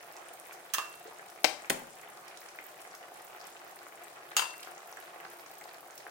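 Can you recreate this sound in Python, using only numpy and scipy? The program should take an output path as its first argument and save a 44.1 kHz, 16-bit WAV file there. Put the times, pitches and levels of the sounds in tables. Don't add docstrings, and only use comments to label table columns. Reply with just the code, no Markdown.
import sys
import numpy as np
from scipy import signal
from scipy.fft import rfft, irfft, next_fast_len
from scipy.io import wavfile

SR = 44100
rng = np.random.default_rng(int(sys.argv[2]) if len(sys.argv) > 2 else 0)


def inscribe(sig):
    pcm = np.round(np.clip(np.atleast_2d(sig).T, -1, 1) * 32767)
    wavfile.write(sys.argv[1], SR, pcm.astype(np.int16))


N = 269010

# (time [s], drive [dB], pitch [Hz])
LARGE_POPS = [(0.5102, -38.5, 2080), (1.1947, -38, 1510), (1.6462, -38.5, 2160), (2.3111, -46, 2080),
              (2.588, -32.5, 1980), (2.9399, -40.5, 1560), (3.8671, -41, 1210), (4.3186, -37.5, 1540),
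              (4.6733, -34.5, 1300), (4.9721, -36, 1620), (5.2016, -41, 1860), (5.252, -37, 1380),
              (5.6136, -40, 1910), (6.0671, -35.5, 1580)]
# (time [s], drive [dB], pitch [Hz])
WALL_SPITS = [(0.3364, -34, 13600), (2.2805, -38, 6260), (2.373, -38, 4770), (4.6294, -34.5, 4650)]
# (time [s], drive [dB], pitch [Hz])
STEAM_GULPS = [(1.055, -40.5, 390), (1.08, -39.5, 498)]
# (rate [1/s], drive [dB], drive spread [+-dB], pitch [Hz], half of pitch spread [+-octaves])
STRAY_POP_STATS = (3.5, -43.5, 1.5, 1607, 0.43)
STRAY_SPIT_STATS = (1, -43, 9, 8000, .5)
# (time [s], first contact level [dB], tilt above 1 kHz [dB/octave], hollow [Hz],
# first bounce gap [s], ring drive [dB], place [0 bottom - 1 rim], contact left minus right [dB])
SHELL_LANDINGS = [(0.737, -28, 6, 1280, .005, -37.5, 0.2, -11), (0.7416, -30, 2, 1720, 0.0019, -46, .3, 2),
                  (0.7835, -30.5, -2, 1156, .0058, -40, 0.2, -3.5),
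                  (4.3664, -22.5, 2.5, 840, .0114, -25, 1, 3.5), (4.393, -26, 0, 1020, .028, -46, 0.61, 13)]
# (time [s], knock level [dB], thud drive [dB], crunch level [dB], knock left minus right [dB])
EGG_KNOCKS = [(1.4425, -23.5, -36, -42, 16), (1.4445, -17, -33.5, -30, 13.5), (1.6986, -45, -42, -26, -1),
              (1.7018, -32, -27, -29, 6.5)]
# (frequency [Hz], t60 [s], gain struck at bottom [dB], gain struck at rim [dB])
BOWL_MODES = [(1096, 0.16, 10, -17), (1210, 0.31, 5.5, -29), (1250, 0.13, 7, -3), (1790, 0.17, -1, -26),
              (2714, .52, -5, -8.5), (2742, .4, -12, -22), (2820, .12, -13, -29), (3472, .1, -30, -27),
              (3820, 0.13, -26, -12), (4480, 0.49, -29, -24), (4737, 0.34, -36, -10), (6170, 0.065, 8, -21),
              (6664, 0.15, -25, -4), (7300, 0.075, -26, -3), (8900, .1, -9, -39)]
# (frequency [Hz], width [Hz], lift or dip [dB])
POT_AIR_MODES = [(300, 5.8, 5), (349.3, 5.8, 6.5), (610, 41, 5.5), (489, 29, 0.5), (715.6, 82, 9.5),
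                 (766, 17.5, 5.5), (837, 34, 4.5), (1004, 5.6, -3), (1220, 41, 2)]
# (frequency [Hz], gain [dB])
SHELL_COLOUR = [(60, -37), (200, -33), (330, -18), (600, -14.5), (1000, -7), (1450, -5.5), (1750, -5.5),
                (2250, -11.5), (2800, -3), (3700, -10.5), (5500, -12.5), (9000, -16), (15000, -20.5)]
COUNTER_COLOUR = [(50, -29), (150, -40), (290, -3.5), (450, -5), (620, 0.5), (840, 1.5), (1100, -6),
                  (1600, -7.5), (2100, -0.5), (2700, -0.5), (3400, -8), (6000, -12.5), (10000, -21.5),
                  (16000, -23)]
THUD_COLOUR = [(40, -27), (100, -31), (150, -3), (195, -8), (310, 5.5), (550, 4), (800, -2.5), (1200, -6.5),
               (4000, -22), (16000, -41)]
CRUNCH_COLOUR = [(150, -20.5), (1100, -22), (1600, 2.5), (2500, -3), (3500, -4.5), (6000, -10), (9500, -7),
                 (12000, -11), (16000, -11)]
BOIL_COLOUR = [(25, -47), (60, -26), (100, -20.5), (155, -11.5), (255, -17.5), (335, -4.5), (520, -4),
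               (720, -7), (950, -7.5), (2000, -13), (3400, -17), (6000, -19.5), (8500, -25.5),
               (11500, -22.5), (15500, -39)]
FIZZ_COLOUR = [(300, -19), (1500, 6), (3000, -6.5), (5000, -3.5), (9000, 1.5), (11500, 0), (15500, 3.5)]
# (frequency [Hz], gain [dB])
POT_MOUTH_RESPONSE = [(40, -55), (150, -23), (260, -13), (350, 3), (700, 0), (2400, 4.5), (4000, 1),
                      (15000, -29)]
WALL_RESPONSE = [(60, -40), (800, -18), (2500, 3.5), (16000, 2.5)]
LEFT_MIC_RESPONSE = [(7000, 0), (9500, 1.5), (11000, -2.5), (16000, -0.5)]
RIGHT_MIC_RESPONSE = [(6000, 0.41), (8500, 1.6), (11000, 0.67), (15000, 2.7)]
# (frequency [Hz], t60 [s])
KITCHEN_T60 = [(130, 0.71), (350, 0.35), (1000, 0.44), (3000, 0.32), (7000, 0.4), (15000, 0.26)]

BOUNCE_GAP_RATIO, BOUNCE_LOSS_DB, BOUNCE_TILT_DB_PER_OCT = 0.76, -6, -1.5
MIC_GAP_S = 0.000341
TOP_HZ = 16000
T = np.arange(SR // 2) / SR


def simmer(cluster_rate_hz=120, pitch_hz=1500, octaves=0.55, cycles=8, crowd_db=-59.0):
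    crowd, large = np.zeros((2, N)), np.zeros((2, N))
    large_cycles, pop_gain_db, neighbour_db, cluster_s = 10, 3.5, -9, 0.014

    for s, db, hz in list(LARGE_POPS) + strays(*STRAY_POP_STATS):
        pan_db = 2.0 + 2 * rng.standard_normal()
        add(large, s, undb(db + pop_gain_db) * bubble(hz, large_cycles, pan_db))
        for delay, shift in rng.random((4, 2)):
            neighbour = bubble(hz * 2 ** (1.3 * shift - 0.5), large_cycles, pan_db)
            add(large, s + cluster_s * delay ** 2, undb(db + neighbour_db) * neighbour)

    for s, db, hz in STEAM_GULPS:
        add(large, s, undb(db) * bubble(hz, large_cycles, pan_db=2.1))

    for s in rng.uniform(0, N / SR, int(cluster_rate_hz * N / SR)):
        force, place = rng.uniform(-1.12, 1, 2)
        for size in np.clip(rng.standard_normal(3), -2, 2):
            small = bubble(pitch_hz * 2 ** (octaves * size), cycles, 6 * place)
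            add(crowd, s + cluster_s * rng.random(), undb(4.2 * force) * small)

    bursts = kitchen(level(crowd, crowd_db), wet_db=-2.5) + kitchen(large, wet_db=-4)
    return colour(bursts, POT_MOUTH_RESPONSE, peaks=POT_AIR_MODES)


def fizz(tick_rate_hz=560, spread_db=5, sizzle_db=-59.0, cycles=8, echo_db=-4, echo_max_s=0.0035):
    ticks, spits = np.zeros((2, N)), np.zeros((2, N))
    spit_pan_db, spit_burst_s = -2, 0.005

    for s, db, hz in list(WALL_SPITS) + strays(*STRAY_SPIT_STATS):
        add(spits, s, undb(db) * bubble(hz, cycles, spit_pan_db, size=256))
        for delay, shift in rng.random((8, 2)):
            droplet_hz = min(hz * 2 ** (2.0 * shift - 0.7), 14000)
            droplet = bubble(droplet_hz, cycles, spit_pan_db, size=256)
            add(spits, s + spit_burst_s * delay, undb(db - 2) * droplet)

    for when, pitch, force, place, path in rng.random((int(tick_rate_hz * N / SR), 5)):
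        s = when * N / SR
        tick_gain = undb(-spread_db * np.log(0.0087 + force))
        tick = tick_gain * bubble(2800 + 12500 * pitch, cycles, 14 * (place - 0.5), size=256)
        add(ticks, s, tick)
        add(ticks, s + echo_max_s * path, undb(echo_db) * tick[::-1])

    flicker = undb(1.25 * walk(30))
    sizzle = level(colour(ticks, FIZZ_COLOUR) * flicker, sizzle_db)
    return kitchen(sizzle + colour(spits, WALL_RESPONSE), wet_db=-3.0)


def shells(shell_t60_s=0.055, hollow_width_hz=220, hollow_lift_db=9, contacts=3):
    clacks, rings = np.zeros((2, N)), np.zeros((2, N))
    for s, db, tilt_db, hollow_hz, gap_s, ring_db, place, pan_db in SHELL_LANDINGS:
        touch_s = s
        hollow = [(hollow_hz, hollow_width_hz, hollow_lift_db)]
        for k in range(contacts):
            raw = contact(shell_t60_s, grain_db=6.5)
            clack = colour(raw, SHELL_COLOUR, tilt_db + k * BOUNCE_TILT_DB_PER_OCT, hollow)
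            add(clacks, touch_s, blow_level(clack, db + k * BOUNCE_LOSS_DB) * sides(pan_db))
            touch_s += gap_s * BOUNCE_GAP_RATIO ** k
        for hz, t60_s, bottom_db, rim_db in BOWL_MODES:
            phase = rng.uniform(0, 2 * np.pi) + rng.uniform(-0.9, 0.9, (2, 1))
            hardness_db = tilt_db * np.log2(hz / 2700)
            place_db = np.interp(place, [0, 1], [bottom_db, rim_db])
            mode = fade(t60_s) * np.sin(2 * np.pi * hz * T + phase)
            add(rings, s, undb(ring_db + hardness_db + place_db) * mode * sides(pan_db / 2))
    return kitchen(clacks, wet_db=-5.5) + kitchen(rings, wet_db=-14.0)


def egg(knock_t60_s=0.051, thud_t60_s=0.034, crunch_t60_s=0.033):
    raps, booms = np.zeros((2, N)), np.zeros((2, N))
    for s, knock_db, thud_db, crunch_db, pan_db in EGG_KNOCKS:
        knock = colour(contact(knock_t60_s, grain_db=7.0), COUNTER_COLOUR)
        crunch = colour(contact(crunch_t60_s, grain_db=0.5), CRUNCH_COLOUR)
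        thud = colour(contact(thud_t60_s, grain_db=2.5), THUD_COLOUR)
        add(raps, s, blow_level(knock, knock_db) * sides(pan_db))
        add(raps, s, blow_level(crunch, crunch_db) * sides(pan_db + 0.5))
        add(booms, s, blow_level(thud, thud_db - 1.5) * sides(pan_db))
    return kitchen(raps, wet_db=-7.5) + kitchen(booms, wet_db=-3.0, build_s=0.0027)


def boil(rush_db=-55):
    rush = colour(diffuse(N), BOIL_COLOUR, peaks=POT_AIR_MODES)
    unrest_db = 0.096 * walk(4.7) + 0.52 * walk(23)
    return level(rush, rush_db) * undb(unrest_db) * sides(2.3)


def kitchen(x, wet_db, build_s=0.0006):
    hz, s, cells = signal.stft(diffuse(len(T)), SR, nperseg=256)
    cells = cells * undb(-60 * s / lookup(KITCHEN_T60, hz)[:, None])
    tail = signal.istft(cells, SR)[1][:, :len(T)] * (1 - np.exp(-T / build_s))
    tail = tail / np.sqrt(np.mean(np.sum(tail ** 2, axis=1)))
    return x + undb(wet_db) * signal.fftconvolve(x, tail, axes=1)[:, :N]


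def bubble(hz, cycles, pan_db, glide=0.22, size=2048):
    lag_s = rng.uniform(-1.062, 0.64) * MIC_GAP_S
    t = np.maximum(T[:size] - np.array([[max(lag_s, 0)], [max(-lag_s, 0)]]), 0)
    age = t * hz / cycles
    phase = 2 * np.pi * hz * t * (1 + glide * np.minimum(age, 1))
    return sides(pan_db) * np.sin(phase) * np.exp(-np.log(1000) * age)


def contact(t60_s, grain_db, lag_s=0.00031):
    grain_gain = undb(grain_db * np.repeat(rng.standard_normal(len(T)), 16)[:len(T)])
    rush = blow_level(diffuse(len(T)) * grain_gain * fade(t60_s), 0)
    click = np.sinc((T - np.array([[lag_s], [0]])) * SR)
    return rush + blow_level(click, -9.5)


def strays(rate_hz, db, spread_db, hz, octaves):
    when, force, size = rng.random((64, 3)).T
    s = (np.arange(len(when)) + when) / rate_hz
    drive_db = db + spread_db * (2 * force - 1)
    pitch_hz = np.minimum(hz * 2 ** (octaves * (4 * size - 2)), TOP_HZ)
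    rows = np.transpose([s, drive_db, pitch_hz])
    return list(rows[s < N / SR])


def diffuse(count):
    size = next_fast_len(count, True)
    mid, side = rfft(rng.standard_normal((2, size)))
    hz = np.arange(len(mid)) * SR / size
    alike = np.clip(0.94 * np.exp(-(2 * hz * MIC_GAP_S) ** 2 * 2), 0, 1)
    mid, side = mid * np.sqrt(1 + alike), side * np.sqrt(1 - alike)
    return irfft(np.array([mid + side, mid - side]), size)[:, :count] / np.sqrt(2)


def walk(rate_hz):
    knots = rng.standard_normal(400)
    return np.interp(np.arange(N) / SR * rate_hz, np.arange(len(knots)), knots)


def fade(t60_s):
    return undb(-60 * T / max(t60_s, 1e-4))


def colour(x, points, tilt_db=0, peaks=(), size=8192):
    hz = np.arange(size // 2 + 1) * SR / size
    db = lookup(points, hz) + tilt_db * np.log2(np.maximum(hz, 1000) / 1000)
    for f, width_hz, lift_db in peaks:
        db = db + lift_db / (1 + (2 * (hz - f) / width_hz) ** 2)
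    cepstrum = irfft(np.log(undb(db)))[:size // 2]
    cepstrum[1:] *= 2
    response = irfft(np.exp(rfft(cepstrum, size)))[:size // 2]
    return signal.fftconvolve(x, response[None], axes=1)[:, :x.shape[1]]


def lookup(points, hz):
    f, value = np.transpose(points)
    return np.interp(np.log(np.maximum(hz, 1)), np.log(f), value)


def undb(db):
    return 10 ** (np.asarray(db) / 20)


def level(x, db):
    return x * undb(db) / np.sqrt(np.mean(x ** 2))


def blow_level(x, db):
    return x * undb(db) / np.sqrt(np.mean(np.sum(x ** 2, axis=-1)) / (SR / 100))


def sides(pan_db):
    g = undb(np.array([[pan_db], [-pan_db]]) / 2)
    return g / np.sqrt(np.mean(g ** 2))


def add(out, s, x):
    i = int(s * SR)
    out[:, i:i + x.shape[1]] += x[:, :max(N - i, 0)]


def scene():
    return simmer() + fizz() + shells() + egg() + boil()


def record(dry):
    left = colour(dry[:1], LEFT_MIC_RESPONSE)
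    right = colour(dry[1:], RIGHT_MIC_RESPONSE)
    low_pass = signal.ellip(10, 0.2, 70, TOP_HZ, fs=SR, output="sos")
    return signal.sosfilt(low_pass, np.vstack([left, right]))


dry = scene()
out = record(dry)
inscribe(out)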